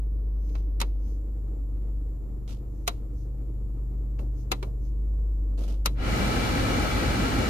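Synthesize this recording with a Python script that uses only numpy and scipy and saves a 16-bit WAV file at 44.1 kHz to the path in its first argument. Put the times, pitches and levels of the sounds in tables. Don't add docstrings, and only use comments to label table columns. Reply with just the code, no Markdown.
import sys
import numpy as np
from scipy import signal
from scipy.fft import rfft, irfft, next_fast_len
from scipy.io import wavfile

SR = 44100
rng = np.random.default_rng(int(sys.argv[2]) if len(sys.argv) > 2 else 0)


def transcribe(signal):
    frames = np.atleast_2d(signal).T
    limited = np.clip(frames, -1, 1)
    pcm = np.round(limited * 32767).astype(np.int16)
    wavfile.write(sys.argv[1], SR, pcm)


N = 330309
T, HZ = np.arange(N) / SR, np.fft.rfftfreq(N, 1 / SR)
FAN_ON_S = 5.937

# snap time in seconds, level in dB, treble tilt in dB
# per octave, left over right in dB, knock pitch in Hz, knock in dB re the snap, the tick's head start
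# in seconds, tick in dB re the snap.
DETENTS = [(.815, -23, 0, 0, 1280, -13, .012, -6), (2.878, -19.5, 0.9, 1, 700, -2.5, 0.0071, -25),
           (4.5177, -19.5, -0.5, 3, 756, -6, .0056, -33.5), (5.8593, -18.5, 1.4, 2, 1290, -11, 0.0069, -26)]
# start in seconds, level in dB, treble tilt in dB per octave,
# left over right in dB, ring pitch in Hz, thud level in dB.
TAPS = [(.493, -61, 1, -4, 2700, -75), (0.5525, -41, -5, -4.5, 2620, -62),
        (4.1903, -43, -6, 0, 2680, -38.5), (4.628, -34, -3.5, 1, 2290, -36.5)]
# frequency in Hz, relative level in dB.
PLASTIC_COLOUR = [(120, -19), (250, 0), (480, -1.5), (720, -6.5), (950, 4), (1300, 2.5), (1620, -8),
                  (2100, -1.5), (3800, -2), (5400, -7.5), (6500, -7), (8400, -8.5), (11800, -9.5),
                  (15500, -17)]
# frequency in Hz, t60 in seconds.
PLASTIC_DECAY = [(300, 0.1037), (900, 0.079), (2500, 0.057), (6000, 0.035), (14000, 0.033)]
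# frequency in Hz, t60 in seconds, level in dB.
PANEL_MODES = [(270, 0.012, -12), (702, 0.065, -24), (1160, .05, -25), (2380, 0.05, -20),
               (2810, 0.067, -24), (3940, 0.085, -12.5), (4190, 0.048, -20), (6280, 0.04, -21)]
# frequency in Hz, relative level in dB.
SHUDDER_COLOUR = [(80, -16), (180, -3), (400, -9.5), (600, -12.5), (780, -20), (2000, -43)]
# frequency in Hz, relative level left and right in dB.
AIR_COLOUR = [(31.72, -30, -30), (71.6, 2.5, -3.5), (107, -3, 2), (164, -5, -6.5), (257.5, -0.4, -1.9),
              (381, -14.5, -7.5), (485, -5.5, -16.5), (770, -18.5, -20), (1570, -15, -18.5),
              (2770, -22.5, -24.5), (4600, -27, -29.5), (8200, -32.5, -38), (11050, -33.5, -40.5),
              (15300, -41, -48)]
# centre in Hz, width in Hz, lift or cut in dB.
DUCTS = [(622, 52, 1.5), (795, 190, 8), (1295, 130, 8.5), (1490, 220, 1.5), (1803, 37, -14), (2017, 110, 4),
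         (2325, 145, 8.5), (2903, 200, 5), (3430, 37, 4.5), (4130, 480, 4.5), (7630, 450, 3.5)]
# start and hold in seconds, scrape and shudder in dB.
RUBS = [(0.562, 0.028, -68, -70), (2.477, .041, -54.5, -55), (5.576, 0.074, -56.5, -42),
        (5.678, 0.042, -56.5, -46.5)]
# frequency in Hz, relative level in dB.
SKIN_COLOUR = [(300, -13.5), (700, 2.5), (1300, 3), (1700, -7), (2300, -3), (2950, 1.5), (4500, -3),
               (7000, -7.5), (8600, -4.5), (11700, -9.5), (15300, -17.5)]
# peak time in seconds, half length in seconds, level in dB.
SWISHES = [(0.517, 0.085, -65.5), (1.092, 0.067, -65.5), (2.794, 0.081, -74), (3.205, 0.048, -67.5),
           (4.403, 0.037, -64), (4.86, 0.034, -66.5)]
# frequency in Hz, relative level in dB.
SWISH_COLOUR = [(1000, -21), (4000, -13.5), (5200, -8), (6300, -4), (7500, -13.5), (8600, -13.5),
                (11500, -13.5), (15300, -9.5)]
# time in seconds, level in dB before trim and load.
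BOOM_LEVELS = [(0.1, -28.5), (0.82, -27.5), (1.27, -31.5), (2.05, -30), (2.17, -33.5), (2.59, -36),
               (4.32, -29.5), (4.5, -34.5), (5.15, -26.5), (5.95, -28.5)]
# time in seconds, level in dB before trim.
DRONE_LEVELS = [(0.1, -50), (1.21, -63.5), (1.31, -49.5), (4.74, -41.5), (5.75, -61), (5.9, -40.5)]
# multiple of the firing rate, level in dB.
HARMONICS = [(1, -49.5), (3, -52.5), (4, -52), (6, -65.5), (7, -63.5), (8, -58.5), (9, -63), (12, -60.5),
             (13, -63)]
# frequency in Hz, relative level in dB.
MUFFLED_COLOUR = [(100, -2), (150, -13.5), (175, -9.5), (230, -13), (295, -5), (370, -13.5), (460, -12.5),
                  (600, -22.5), (800, -27.5), (1000, -31.5), (1270, -31), (1500, -43.5), (2100, -45),
                  (5000, -58)]
# pitch in Hz, level in dB.
WHINES = [(1035, -81), (1710, -90)]
# frequency in Hz, relative level in dB.
RUMBLE_COLOUR = [(25, -21.5), (45, -7.5), (60, 5), (85, -6.5), (130, -13.5), (200, -32.5), (500, -88)]
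# frequency in Hz, relative level in dB.
HISS_COLOUR = [(2000, -26.5), (4000, -7), (6000, -6), (7200, -9.5), (8400, -5.5), (9500, -2), (11500, 2.5),
               (13800, 2), (15300, 3)]
# frequency in Hz, likeness from 0 to 1.
MIC_LIKENESS = [(60, 0.7), (130, 0.92), (290, 0.78), (640, 0.2), (1400, 0.48), (3000, 0.2), (7000, 0.08),
                (15000, 0.1)]
# frequency in Hz, lead in milliseconds.
LEFT_LEAD = [(300, 0.028), (600, .1), (900, 0.34), (1300, 0.53), (2400, 0.4), (5000, 0.406)]
# frequency in Hz, gain in dB.
RIGHT_PORT = [(150, 0.16), (2500, 0), (4000, 2.5), (6500, 4.5), (7400, -2), (8300, -9.5), (9400, -11),
              (10500, -1.5), (12000, -1), (15000, -2)]


def knob(tick_rise_s=0.00092, snap_rise_s=0.0011, tap_rise_s=0.0007, tick_tilt_db=2):
    out, blows = np.zeros((2, N)), []
    for s, db, tilt_db, pan_db, knock_hz, knock_db, early_s, tick_db in DETENTS:
        blows.append((s - early_s, db + tick_db, tick_rise_s, tick_tilt_db, pan_db))
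        blows.append((s, db, snap_rise_s, tilt_db, pan_db))
        add(out, s, amp(db + knock_db) * knob_ring(knock_hz))
        add(out, s, amp(db - 20) * panel_thud())
    for s, db, tilt_db, pan_db, ring_hz, thud_db in TAPS:
        blows.append((s, db, tap_rise_s, tilt_db, pan_db))
        add(out, s, amp(db - 11) * knob_ring(ring_hz))
        add(out, s, amp(thud_db) * panel_thud())
    for s, db, rise_s, tilt_db, pan_db in blows:
        offset_s, click = plastic_click(rise_s, tilt_db)
        add(out, s + offset_s, click * amp([[db + pan_db / 2], [db - pan_db / 2]]))
    return out


def plastic_click(rise_s, tilt_db, hold_s=0.0005, tail_db=-34.5, tail_t60=0.35):
    size = 12000
    t = (np.arange(size) - 600) / SR
    decay_s = np.maximum(t - hold_s, 0)
    burst = noise(lambda hz: read(PLASTIC_COLOUR, hz) + tilt_db * np.log2((hz + 100) / 2500), size)
    hz, centres = np.fft.rfftfreq(size, 1 / SR), [f for f, _ in PLASTIC_DECAY]
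    cabin_tail = amp(tail_db - 60 * decay_s / tail_t60)
    out = np.zeros((2, size))
    for share, (_, t60) in zip(np.eye(len(centres)), PLASTIC_DECAY):
        band = irfft(rfft(burst) * read(list(zip(centres, share)), hz), size)
        out += band * np.hypot(amp(-60 * decay_s / t60), cabin_tail)
    for f, t60, db in PANEL_MODES:
        out += amp(db + tilt_db * np.log2(f / 1500) - 60 * decay_s / t60) * tone(f, t)
    return t[0], out * np.exp(np.minimum(t, 0) / rise_s)


def knob_ring(hz, rise_s=0.00072, t60=0.06):
    t = np.arange(6000) / SR
    return (1 - np.exp(-t / rise_s)) * amp(-60 * t / t60) * tone(hz, t)


def panel_thud(rise_s=0.0019, t60=0.26):
    t = np.arange(16000) / SR
    return (1 - np.exp(-t / rise_s)) * amp(-60 * t / t60) * table_noise(SHUDDER_COLOUR, len(t))


def blower(spin_up_s=0.083, inertia=1.26, shaft_hz=55.95, rush_db=-26, throb_db=-33, ripple_db=1.74):
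    speed = 1 - np.exp(-(np.maximum(T - FAN_ON_S, 0) / spin_up_s) ** inertia)
    grid_hz = np.arange(0, SR / 2, 48)
    ripple = rng.standard_normal((2, len(grid_hz))) * np.minimum(grid_hz / 1000, 1)

    def colour(hz):
        ducts = sum(db * bump(hz, centre, width) for centre, width, db in DUCTS)
        reflections = ripple_db * np.array([np.interp(hz, grid_hz, side) for side in ripple])
        return np.array([read(AIR_COLOUR, hz, 1), read(AIR_COLOUR, hz, 2)]) + ducts + reflections

    air = noise(colour)
    roar = signal.sosfiltfilt(signal.butter(2, 4200, fs=SR, output="sos"), air)
    hiss = air - roar
    decades = np.log10(speed + 1e-9)
    rush = roar * amp(34 * decades + 0.4 * drift(17)) + hiss * amp(62 * decades)
    turns = shaft_hz * np.cumsum(speed) / SR + rng.random()
    throb = np.sqrt(2) * speed ** 2 * np.sin(2 * np.pi * turns)
    gust_db = 0.2 * drift(0.87)
    return amp(rush_db + gust_db) * rush + amp(throb_db) * throb


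def hand(attack_s=0.0016, release_t60=0.22, slips_per_s=48, slip_db=4, slip_decay_s=0.0018):
    scrape, shake = np.zeros((2, N))
    pace, grain = 1 + 0.35 * drift(30), amp(2 * drift(200))
    for s, hold_s, scrape_db, shudder_db in RUBS:
        release = amp(-60 * np.clip((T - s - hold_s) / release_t60, 0, 2))
        stroke = np.clip((T - s) / attack_s, 0, 1) * release
        since_slip = np.cumsum(pace * (T > s)) / SR % (1 / slips_per_s)
        slips = amp(slip_db) * np.exp(-since_slip / slip_decay_s)
        scrape += amp(scrape_db) * stroke * (grain + slips)
        shake += amp(shudder_db) * stroke
    rub = scrape * table_noise(SKIN_COLOUR) * amp([[-1.5], [1.5]])
    shudder = shake * amp(3 * drift(60)) * table_noise(SHUDDER_COLOUR)
    swish = sum(amp(db) * bump(T, s, 2 * half_s) for s, half_s, db in SWISHES)
    return rub + shudder + swish * table_noise(SWISH_COLOUR)


def engine(phase, boom_trim_db=1.7, drone_trim_db=-0.5, load_db=-7, waver_db=2.5):
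    boom_db = np.interp(T, *np.transpose(BOOM_LEVELS)) + boom_trim_db + load_db * fan_load()
    drone_db = np.interp(T, *np.transpose(DRONE_LEVELS)) + drone_trim_db
    partials = [(2, boom_db), (5, drone_db)]
    partials += [(k, db + waver_db * drift(3.9)) for k, db in HARMONICS]
    hum = np.sqrt(2) * sum(amp(db) * np.sin(k * phase + 2 * np.pi * rng.random()) for k, db in partials)
    return hum * amp([[0.4], [-0.4]])


def firing_phase(idle_hz=24.83, hunt=0.01172, sag=0.0383):
    rate_hz = idle_hz * (1 + hunt * drift(1.5) - sag * fan_load())
    return 2 * np.pi * np.cumsum(rate_hz) / SR


def fan_load(ramp_s=0.393):
    return np.clip((T - FAN_ON_S) / ramp_s, 0, 1)


def cabin(phase, muffled_db=-48, rumble_db=-44, hiss_db=-70, thin_hiss_db=-79, low_cut_hz=80):
    muffled = noise(lambda hz: read(MUFFLED_COLOUR, hz) - 10 * np.log10(1 + (low_cut_hz / (hz + 1)) ** 6))
    muffled *= (1 + 0.089 * np.cos(phase)) * amp(muffled_db - 1.5 * drift(16))
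    rumble = amp(rumble_db) * table_noise(RUMBLE_COLOUR)
    hiss = amp(hiss_db) * table_noise(HISS_COLOUR)
    thin_hiss = amp(thin_hiss_db) * noise(lambda hz: 40 * bump(hz, centre=7390, width=2010))
    thin_hiss *= np.clip((T - 0.9) / 0.3, 0, 1)
    whines = np.zeros(N)
    for hz, db in WHINES:
        wavering_hz = hz * (1 + 0.01 * drift(25))
        whines += amp(db) * np.sqrt(2) * np.sin(2 * np.pi * np.cumsum(wavering_hz) / SR)
    return muffled + rumble + hiss + thin_hiss + whines


def noise(colour_db, size=N):
    full = next_fast_len(size)
    hz = np.fft.rfftfreq(full, 1 / SR)
    left, other = rfft(rng.standard_normal((2, full)))
    likeness = read(MIC_LIKENESS, hz)
    lag = np.exp(-2j * np.pi * hz * read(LEFT_LEAD, hz) / 1000)
    right = (likeness * left + np.sqrt(1 - likeness ** 2) * other) * lag
    return unit(irfft(np.array([left, right]) * amp(colour_db(hz)), full)[:, :size])


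def table_noise(colour, size=N):
    return noise(lambda hz: read(colour, hz), size)


def tone(hz, t):
    arrival = np.array([t, t - read(LEFT_LEAD, hz) / 1000])
    return np.sin(2 * np.pi * (hz * arrival + rng.random()))


def drift(rate_hz):
    size = next_fast_len(N)
    hz = np.fft.rfftfreq(size, 1 / SR)
    return unit(irfft(rfft(rng.standard_normal(size)) / (1 + (hz / rate_hz) ** 4), size)[:N])


def amp(db):
    return 10 ** (np.asarray(db) / 20)


def unit(x):
    return x / np.sqrt(np.mean(x ** 2) + 1e-30)


def read(points, hz, column=1):
    table = np.array(points, float)
    return np.interp(np.log(hz + 1), np.log(table[:, 0] + 1), table[:, column])


def bump(x, centre, width):
    return 2 ** -((2 * (x - centre) / width) ** 2)


def add(mix, s, sound):
    part = mix[:, round(s * SR):][:, :sound.shape[1]]
    part += sound[:, :part.shape[1]]


def scene():
    phase = firing_phase()
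    return engine(phase) + cabin(phase) + knob() + hand() + blower()


def record(dry, ceiling=0.34, band_limit_hz=15550):
    right = irfft(rfft(dry[1]) * amp(read(RIGHT_PORT, HZ)), N)
    heard = np.array([dry[0], right])
    heard = heard / (1 + (heard / ceiling) ** 6) ** (1 / 6)
    lowpass = signal.firwin(511, band_limit_hz, window=("kaiser", 9), fs=SR)
    return signal.oaconvolve(heard, lowpass[None], "same")


dry = scene()
out = record(dry)
transcribe(out)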